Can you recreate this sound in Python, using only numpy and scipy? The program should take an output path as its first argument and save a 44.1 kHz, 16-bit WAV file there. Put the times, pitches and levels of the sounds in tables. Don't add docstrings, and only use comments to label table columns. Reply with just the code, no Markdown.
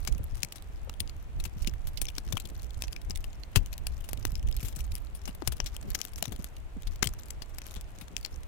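import sys
import numpy as np
from scipy import signal
from scipy.fft import rfft, irfft, next_fast_len
from scipy.io import wavfile
from scipy.ndimage import uniform_filter1d

SR = 44100
rng = np.random.default_rng(int(sys.argv[2]) if len(sys.argv) > 2 else 0)


def dump_mix(stems):
    frames = np.atleast_2d(stems).T
    limited = np.clip(frames, -1, 1)
    pcm = np.round(limited * 32767).astype(np.int16)
    wavfile.write(sys.argv[1], SR, pcm)


N = 373527
TIME = np.arange(N) / SR
LEAD_S = .006
TOP_HZ = 16300

# start_s [s], shower_db [relative dB]
SHOWER = [(0.0, -56.5), (0.7, -60.5), (1.3, -63), (1.62, -55), (1.86, -60), (2.45, -56), (2.9, -56),
          (3.3, -61.5), (3.7, -60.5), (4.2, -53), (4.7, -54), (5.3, -61), (6.0, -53.5), (6.4, -54.5),
          (6.65, -69.5), (7.1, -54), (7.45, -61.5), (7.7, -56), (8.47, -61.5)]


def undb(db):
    return 10 ** (np.asarray(db) / 20)


def unit(x):
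    return x / np.sqrt(np.mean(x ** 2) + 1e-20)


def ports(pan_db):
    pair = undb(np.array([pan_db, -pan_db]) / 2).reshape(2, -1)
    return pair / np.sqrt(np.sum(pair ** 2, axis=0))


def contour(points, hz):
    point_hz, point_db = np.transpose(points)
    return np.interp(np.log(hz + 1), np.log(point_hz), point_db)


def colour(x, points):
    size = next_fast_len(N)
    gain = undb(contour(points, np.fft.rfftfreq(size, 1 / SR)))
    return unit(irfft(rfft(x, size) * gain, size)[..., :N])


def ring(push, db):
    cepstrum = irfft(db * np.log(10) / 20)
    half = len(cepstrum) // 2
    cepstrum[1:half] *= 2
    cepstrum[half + 1:] = 0
    return irfft(rfft(push) * np.exp(rfft(cepstrum)))


def bump(hz, centre, width):
    return 1 / (1 + (2 * (hz - centre) / width) ** 2)


def walk(rate):
    hold = int(SR / rate)
    steps = np.repeat(rng.standard_normal(N // hold + 1), hold)
    return unit(uniform_filter1d(steps, hold)[:N])


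def shower_at(s):
    return np.interp(s, *np.transpose(SHOWER))


def add(out, s, sound):
    i = int(np.clip(s * SR, 0, N - 1))
    out[:, i:i + sound.shape[1]] += sound[:, :N - i]


def hush(level_db=-50, shared_gain=-0.3276, pan_db=1):
    # centre_hz [Hz], gain_db [relative dB]
    hush_colour = [(100, -5), (160, -14), (270, -20.5), (420, -16), (680, -10.5), (1300, -17),
                   (2700, -20.5), (5200, -32), (8000, -31), (16000, -40)]
    common = colour(rng.standard_normal(N), [(100, -8.0), (300, -3.5), (800, -27), (4000, -94)])
    air = rng.standard_normal((2, N)) + shared_gain * common
    drift = undb(.35 * walk(3))
    return colour(air, hush_colour) * ports(pan_db) * undb(level_db) * drift


def wind(lee_db=-40, lee_share=0.24, usual_db=-39, eddy_db=3.5, eddies_per_s=9, flutter_db=2.33):
    # start_s [s], level_db [dB]
    gust_points = [(0.0, -34.5), (0.22, -33.5), (0.45, -43), (0.85, -41.5), (1.15, -37), (1.6, -32),
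                   (2.9, -37), (3.25, -43), (3.5, -36), (3.95, -36), (4.25, -27.5), (4.85, -33), (5.1, -40),
                   (5.8, -43), (6.7, -43.5), (7.05, -38.5), (7.7, -47.5), (8.47, -39.5)]
    # centre_hz [Hz], gain_db [relative dB]
    wind_colour = [(12, -20), (24, 7.5), (38, -0.5), (60, 3.5), (95, -10), (125, -13.5), (170, -27),
                   (350, -35), (900, -48), (3000, -97)]
    gust = np.interp(TIME, *np.transpose(gust_points))
    lee = lee_db + lee_share * (gust - usual_db)
    db = np.array([side + eddy_db * walk(eddies_per_s) for side in (lee, gust)])
    flutter = flutter_db * walk(38)
    return colour(rng.standard_normal((2, N)), wind_colour) * undb(db + flutter)


def patter(level_db=-61, per_s=95, spread_db=4.0, grain_s=0.0015, pan_db=6, swell=1.37,
           usual_db=-60, ring_db=8, bunch_db=6.5, count=6):
    # centre_hz [Hz], gain_db [relative dB]
    grain_colour = [(300, -60), (1200, 12), (2700, 1.5), (4000, 1.5), (6200, 4), (9000, -2), (12000, -1),
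                    (14500, 1.5), (16000, -24)]
    bunches = undb(bunch_db * walk(45))
    rate = per_s * bunches / bunches.mean()
    grains = 0
    for ring_hz in np.geomspace(3000, 14000, count):
        lands = rng.random((2, N)) < rate / count / SR
        sizes = undb(spread_db * np.minimum(rng.exponential(size=(2, N)), 4.5))
        fade = np.exp(-2 / (grain_s * SR))
        power = signal.lfilter([1], [1, -fade], lands * sizes ** 2 + 1e-18)
        clicks = uniform_filter1d(np.sqrt(power), size=26) * rng.standard_normal((2, N))
        rung = signal.lfilter(*signal.iirpeak(ring_hz, 5, fs=SR), clicks)
        grains = grains + clicks + undb(ring_db) * rung
    level = undb(level_db + swell * (shower_at(TIME) - usual_db))
    return colour(grains, grain_colour) * ports(pan_db) * level


def shuffle(level_db=-55, usual_db=-57, swell=1.84, pan_db=9, jolt_db=8.5, jolts_per_s=30):
    # centre_hz [Hz], gain_db [relative dB]
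    shuffle_colour = [(60, -10), (130, -4), (200, -6), (400, -12), (900, -26.5), (2500, -53)]
    jolts = unit(undb(jolt_db * np.clip(walk(jolts_per_s), -2, 2)))
    level = undb(level_db + swell * (shower_at(TIME) - usual_db))
    return colour(rng.standard_normal((2, N)), shuffle_colour) * ports(pan_db) * jolts * level


def crack(decay_ms, ring_hz, body_db, top_db, crumble_db=4, tail_db=-30, tail_s=0.013, ring_db=9.0, ring_q=7,
          stray_db=5, stray_width_hz=380, bass_db=-2, air_db=-4, graze_db=-14, graze_ms=0.88, size=4096):
    # centre_hz [Hz], width_hz [Hz], lift_db [dB]
    case_modes = [(714, 87, 1.5), (3100, 1900, 3.5), (6460, 3100, 1.5), (10300, 390, 3), (11600, 430, 3.5),
                  (13200, 510, 1)]
    ms = 1000 * (np.arange(size) / SR - LEAD_S)
    hz = np.fft.rfftfreq(size, 1 / SR)

    fractures = rng.standard_normal(size) * undb(crumble_db * rng.standard_normal(size))
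    clumps = undb(3 * np.repeat(rng.standard_normal(size), repeats=32)[:size])
    tail = undb(tail_db) * np.exp(-np.arange(size) / SR / tail_s)
    crush = np.exp(-abs(ms) / max(decay_ms, .2)) + tail
    graze = undb(graze_db) * np.exp(-abs(ms) / (graze_ms * np.sqrt(abs(decay_ms) + 0.048)))
    push = fractures * clumps * uniform_filter1d(np.where(ms < 0, graze, crush), size=22)

    db = contour([(60, body_db + 7.5), (450, body_db + bass_db), (1400, body_db - 4), (2200, 0.018),
                  (6500, 0), (9000, top_db), (16000, top_db + air_db)], hz)
    db += sum(lift * bump(hz, centre, width) for centre, width, lift in case_modes)
    db += ring_db * bump(hz, ring_hz, ring_hz / ring_q)
    for place, strength in rng.random(size=(22, 2)):
        stray_hz = 2000 + place * (TOP_HZ - 2000)
        db += stray_db * (2 * strength - 1) * bump(hz, stray_hz, stray_width_hz)
    sound = ring(push, db - 40 * np.maximum(hz / TOP_HZ - 1, 0))
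    return sound / np.sqrt(np.sum(sound ** 2))


def strike(db, pan_db, nominal_decay_ms, ring_hz, body_db, top_db, decay_scale=0.69, far_smear_ms=1.5):
    one_ms = np.sqrt(SR / 1000)
    pair = []
    for side in (1, -1):
        smear_ms = far_smear_ms * (side * pan_db < 0)
        pair.append(crack(decay_scale * nominal_decay_ms + smear_ms, ring_hz, body_db, top_db))
    return one_ms * undb(db) * ports(pan_db) * np.array(pair)


def pellets():
    hits = [(0.0503, -30, 19, 1.3, 11800, 2, 0), (0.074, -17.5, 35, 8.6, 2220, 2, -5.5),
            (0.1241, -33.5, -26, 3.8, 9100, 1, -2), (0.2403, -34, 13, 4.2, 13700, 4, 12),
            (0.4318, -14, 34, 1.9, 6000, -6.5, -2), (0.4476, -27, 19, 1.8, 8240, -17, 4),
            (0.5228, -27.5, 2, 2.8, 2930, -1.5, 1.5), (0.5573, -31, 30, 14, 9700, 1.5, -1.5),
            (0.8953, -27.5, 0, 2.2, 2800, 10, -6), (1.0036, -16, 24, 3.3, 8800, -12.5, -2),
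            (1.0957, -34.5, 10, 1.7, 4700, -20, -13), (1.4008, -29.5, 20, 4, 4110, 3, -1),
            (1.4398, -28, 22, 5, 6340, -6, 4), (1.4523, -23.5, 14, 8.4, 2590, 2.5, 1.5),
            (1.6218, -32, -19.5, 9.5, 5400, -8, 0), (1.6717, -18.5, 15, 5.9, 2800, -6, -1.5),
            (1.8713, -26.5, 6, 13, 12000, 4, -1), (1.9734, -23.5, -19, 9.7, 5200, -11, -3),
            (2.0159, -15.5, 38, 7.6, 9450, -0.5, 1), (2.0544, -28, 15, 1.3, 6400, -20, -2),
            (2.0683, -31.5, 16, 1.4, 5300, -22, -18), (2.0849, -23.9, 20, 3.8, 3300, -5.5, -6.5),
            (2.1823, -19.5, 35, 1.6, 4640, 6.5, -3), (2.3249, -18, 18, 3.8, 3160, 3.5, -1),
            (2.3697, -18, 23, 3.7, 3060, 11.5, -6), (2.3777, -26, 22, 0.86, 2360, -8, -1),
            (2.4, -26.5, 27, 6.1, 4100, -10, 2), (2.455, -32, 24, 3.2, 3300, -11, -2),
            (2.822, -20, 30, 1.03, 2570, 2, 1), (2.838, -26, 1, 7.6, 5600, 3, -9),
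            (2.881, -33, 5, 0.99, 2540, -9, -6), (2.9294, -28.5, 23, 1.6, 4800, 3, -3),
            (2.9637, -28, 34, 0.53, 2370, 1, -16), (3.0983, -31, 6, 3, 5140, -2, 0),
            (3.107, -23, 30, 2.5, 5100, 3.5, -10), (3.158, -26.5, -25, 3.2, 8400, -6, 0.5),
            (3.1738, -30.5, 22, 1.9, 10600, -9, 1), (3.242, -29.5, 20, 3.1, 2600, 6, -5),
            (3.4345, -32, -25, 0.99, 4260, -8, -20), (3.5591, -6.5, 34, 10.5, 2660, 4.5, -2.5),
            (3.661, -32.5, 34, 0.36, 6350, -27, 2), (3.729, -27.5, 12, 4.9, 11600, 0, -4),
            (3.78, -30.5, 30, 0.85, 11900, -7, -1), (3.8693, -19, 30, 1.2, 10200, 1, 2),
            (4.041, -33.5, 21, 17, 2820, 6, 0), (4.0892, -25.5, 0.5, 6.2, 10800, 7, -0.5),
            (4.1322, -21, 28, 0.58, 12500, 9, 2.5), (4.2522, -16.5, 39.5, 2.1, 4970, 2.5, 1.5),
            (4.355, -26.5, 35, 0.25, 5250, -16, -5), (4.5259, -31.5, 16, 2.1, 5130, -25, -8),
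            (4.566, -27.5, 30, 2.3, 11600, -13, 1.5), (4.629, -30, 5, 12, 12000, -18, 2),
            (4.6487, -25, 11, 53, 12800, 2, 0), (4.6836, -27.5, 26, 4, 7300, 5, 0),
            (4.76, -28, 13, 10, 8100, -25, 7), (4.7898, -32, 11, 8, 12400, 3.5, -2),
            (4.8055, -29.5, 24, 5.8, 5950, -20, 2), (4.92, -34, 24, 1.4, 4600, -14, 2),
            (4.9532, -24, 33, 0.69, 5400, -4.5, 11), (5.15, -32, 17, 18, 9700, 0, 3),
            (5.2552, -29, 16, 6.5, 6450, 1, -5), (5.276, -24, 12, 17, 2860, 10, -1),
            (5.3495, -33, 8, 3.2, 12300, 15, 5), (5.4216, -26, 20, 3.6, 1970, 16, -11),
            (5.4748, -11.5, 45, 4.5, 9600, 5, 0), (5.522, -23.5, 31, 9.1, 14000, 4.5, -2),
            (5.6022, -15, 34, 1.1, 2930, 7.5, -18), (5.661, -22, 10.5, 13, 5600, -3, -4),
            (5.7653, -27, 30, 1.1, 3140, 10.5, 4), (5.9037, -28, 34, 0.53, 11700, -12, 2),
            (5.9485, -14.5, 39.5, 6.1, 6130, 0.5, -1), (6.003, -30.5, 32, 7.8, 10000, 9.5, -4),
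            (6.015, -18.5, 41, 0.79, 5900, -22, -6), (6.051, -25, 17, 2.2, 13710, 1, 1.5),
            (6.226, -14.5, 39, 1.8, 5200, -4, 2.5), (6.24, -31, 29, 6.7, 3220, -1, -11),
            (6.255, -24, 31, 2.5, 5960, 6, -2), (6.3214, -26.5, 31, 9.7, 3490, 10.5, 3),
            (6.444, -26, 30, 0.69, 11100, -2, 0.5), (6.871, -29.5, 4, 7.8, 4350, -2, -4),
            (7.027, -7, 42, 3.7, 2100, 5.5, -8), (7.0415, -18.5, 32, 7.1, 3120, 7, 5),
            (7.0578, -27.3, 26, 3.2, 3730, -8, 0), (7.072, -16, 26.5, 2.1, 8360, -11, -7.5),
            (7.3054, -25, 29, 2.1, 7400, -6, -4), (7.4206, -26, 26, 7.6, 4730, 3, -3),
            (7.5843, -25.5, 32, 3, 1990, 1, 1), (7.618, -32.5, 10, 2.9, 5600, 1, -6),
            (7.7603, -31, 6, 19, 3420, 8.5, -7), (8.0113, -30.5, 13, 14, 2420, 7, 1),
            (8.1666, -18, 36, 0.28, 8300, -4.5, -7.5), (8.2494, -19.5, 37, 0.69, 4300, -4, -15),
            (8.2611, -29.5, 33, 0.83, 5270, -1.5, 2)]
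    out = np.zeros((2, N))
    for s, *hit in hits:
        add(out, s - LEAD_S, strike(*hit))
    return out


def small_pellets(per_s=13, usual_db=-57, crowd=1.3, level_db=-39, spread_db=2.5, pan_db=14, pan_spread_db=14,
                  nominal_decay_ms=1.5, decay_spread=0.68, body_db=-4, body_spread_db=8,
                  top_db=-1, top_spread_db=4, count=400):
    # lowest_hz [Hz], highest_hz [Hz]
    ring_range_hz = (2346, 13700)
    out = np.zeros((2, N))
    chances = rng.random((count, 3))
    spreads = np.clip(rng.standard_normal((count, 5)), -2, 2)
    for (when, luck, place), z in zip(chances, spreads):
        s = when * N / SR
        rate = per_s * undb(crowd * (shower_at(s) - usual_db))
        if luck < rate * N / SR / count:
            ring_hz = np.exp(np.interp(place, [0, 1], np.log(ring_range_hz)))
            hit = strike(level_db + spread_db * z[0], pan_db + pan_spread_db * z[1],
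                         nominal_decay_ms * np.exp(decay_spread * z[2]), ring_hz,
                         body_db + body_spread_db * z[3], top_db + top_spread_db * z[4])
            add(out, s, hit)
    return out


def thuds(cycles=2.15, rise_s=0.0023, scuff_db=-10, sag=0.66, sag_s=0.0094, size=8192):
    # [Hz, the pitch sags past it]
    knocks = [(0.087, -32.5, 13, 174), (0.156, -35.5, 20, 178), (0.195, -43, 15, 490),
              (0.203, -27, 13.5, 102), (0.435, -34.5, 25, 178), (0.876, -41, 24, 523),
              (1.009, -31.5, 23, 108), (1.462, -37, 18, 147), (1.564, -34.5, 24, 150),
              (1.674, -29, 28, 206), (2.017, -40.5, 26, 265), (2.18, -39, 14.5, 325), (2.27, -41, 14, 190),
              (2.336, -24.5, 25, 125), (3.1, -37, 28, 206), (3.562, -28.5, 30, 524),
              (3.565, -16, 32, 127.5), (3.57, -16.5, 27, 53.3), (4.251, -34.5, 21, 320),
              (4.329, -33.5, 3, 128), (4.631, -31.5, 11, 137), (4.768, -35.5, 17.5, 165),
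              (5.29, -35, 35, 212), (5.423, -29.5, 32, 327), (5.476, -26.5, 33, 136), (5.598, -40, 16, 210),
              (6.224, -37.5, 24, 215), (6.227, -30.5, 28, 690), (6.279, -29, 16, 142),
              (6.319, -39, 19, 200), (6.393, -33.5, 25, 211), (6.767, -33.5, -19, 238),
              (6.871, -24.5, 27, 42.6), (7.024, -32, 30, 335), (7.061, -25.5, 37, 150),
              (7.768, -39, 19, 198), (8.018, -40.5, 25, 202)]
    out, t = np.zeros((2, N)), np.arange(size) / SR
    for s, db, pan_db, hz in knocks:
        phase = np.cumsum(hz * (0.595 + sag * np.exp(-t / sag_s))) / SR
        dull = signal.butter(2, [hz / 2, 2 * hz], "band", fs=SR, output="sos")
        scuff = unit(signal.sosfilt(dull, rng.standard_normal((2, size))))
        swing = np.sqrt(2) * np.sin(2 * np.pi * phase) + undb(scuff_db) * scuff
        fade = (1 - np.exp(-t / rise_s)) * np.exp(-t * hz / cycles)
        add(out, s - .002, undb(db) * ports(pan_db) * swing * fade / fade.max())
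    return out


def scene():
    return pellets() + small_pellets() + thuds() + shuffle() + patter() + wind() + hush()


def record(dry):
    return signal.sosfilt(signal.ellip(10, .2, 70, TOP_HZ, fs=SR, output="sos"), dry)


dry = scene()
out = record(dry)
dump_mix(out)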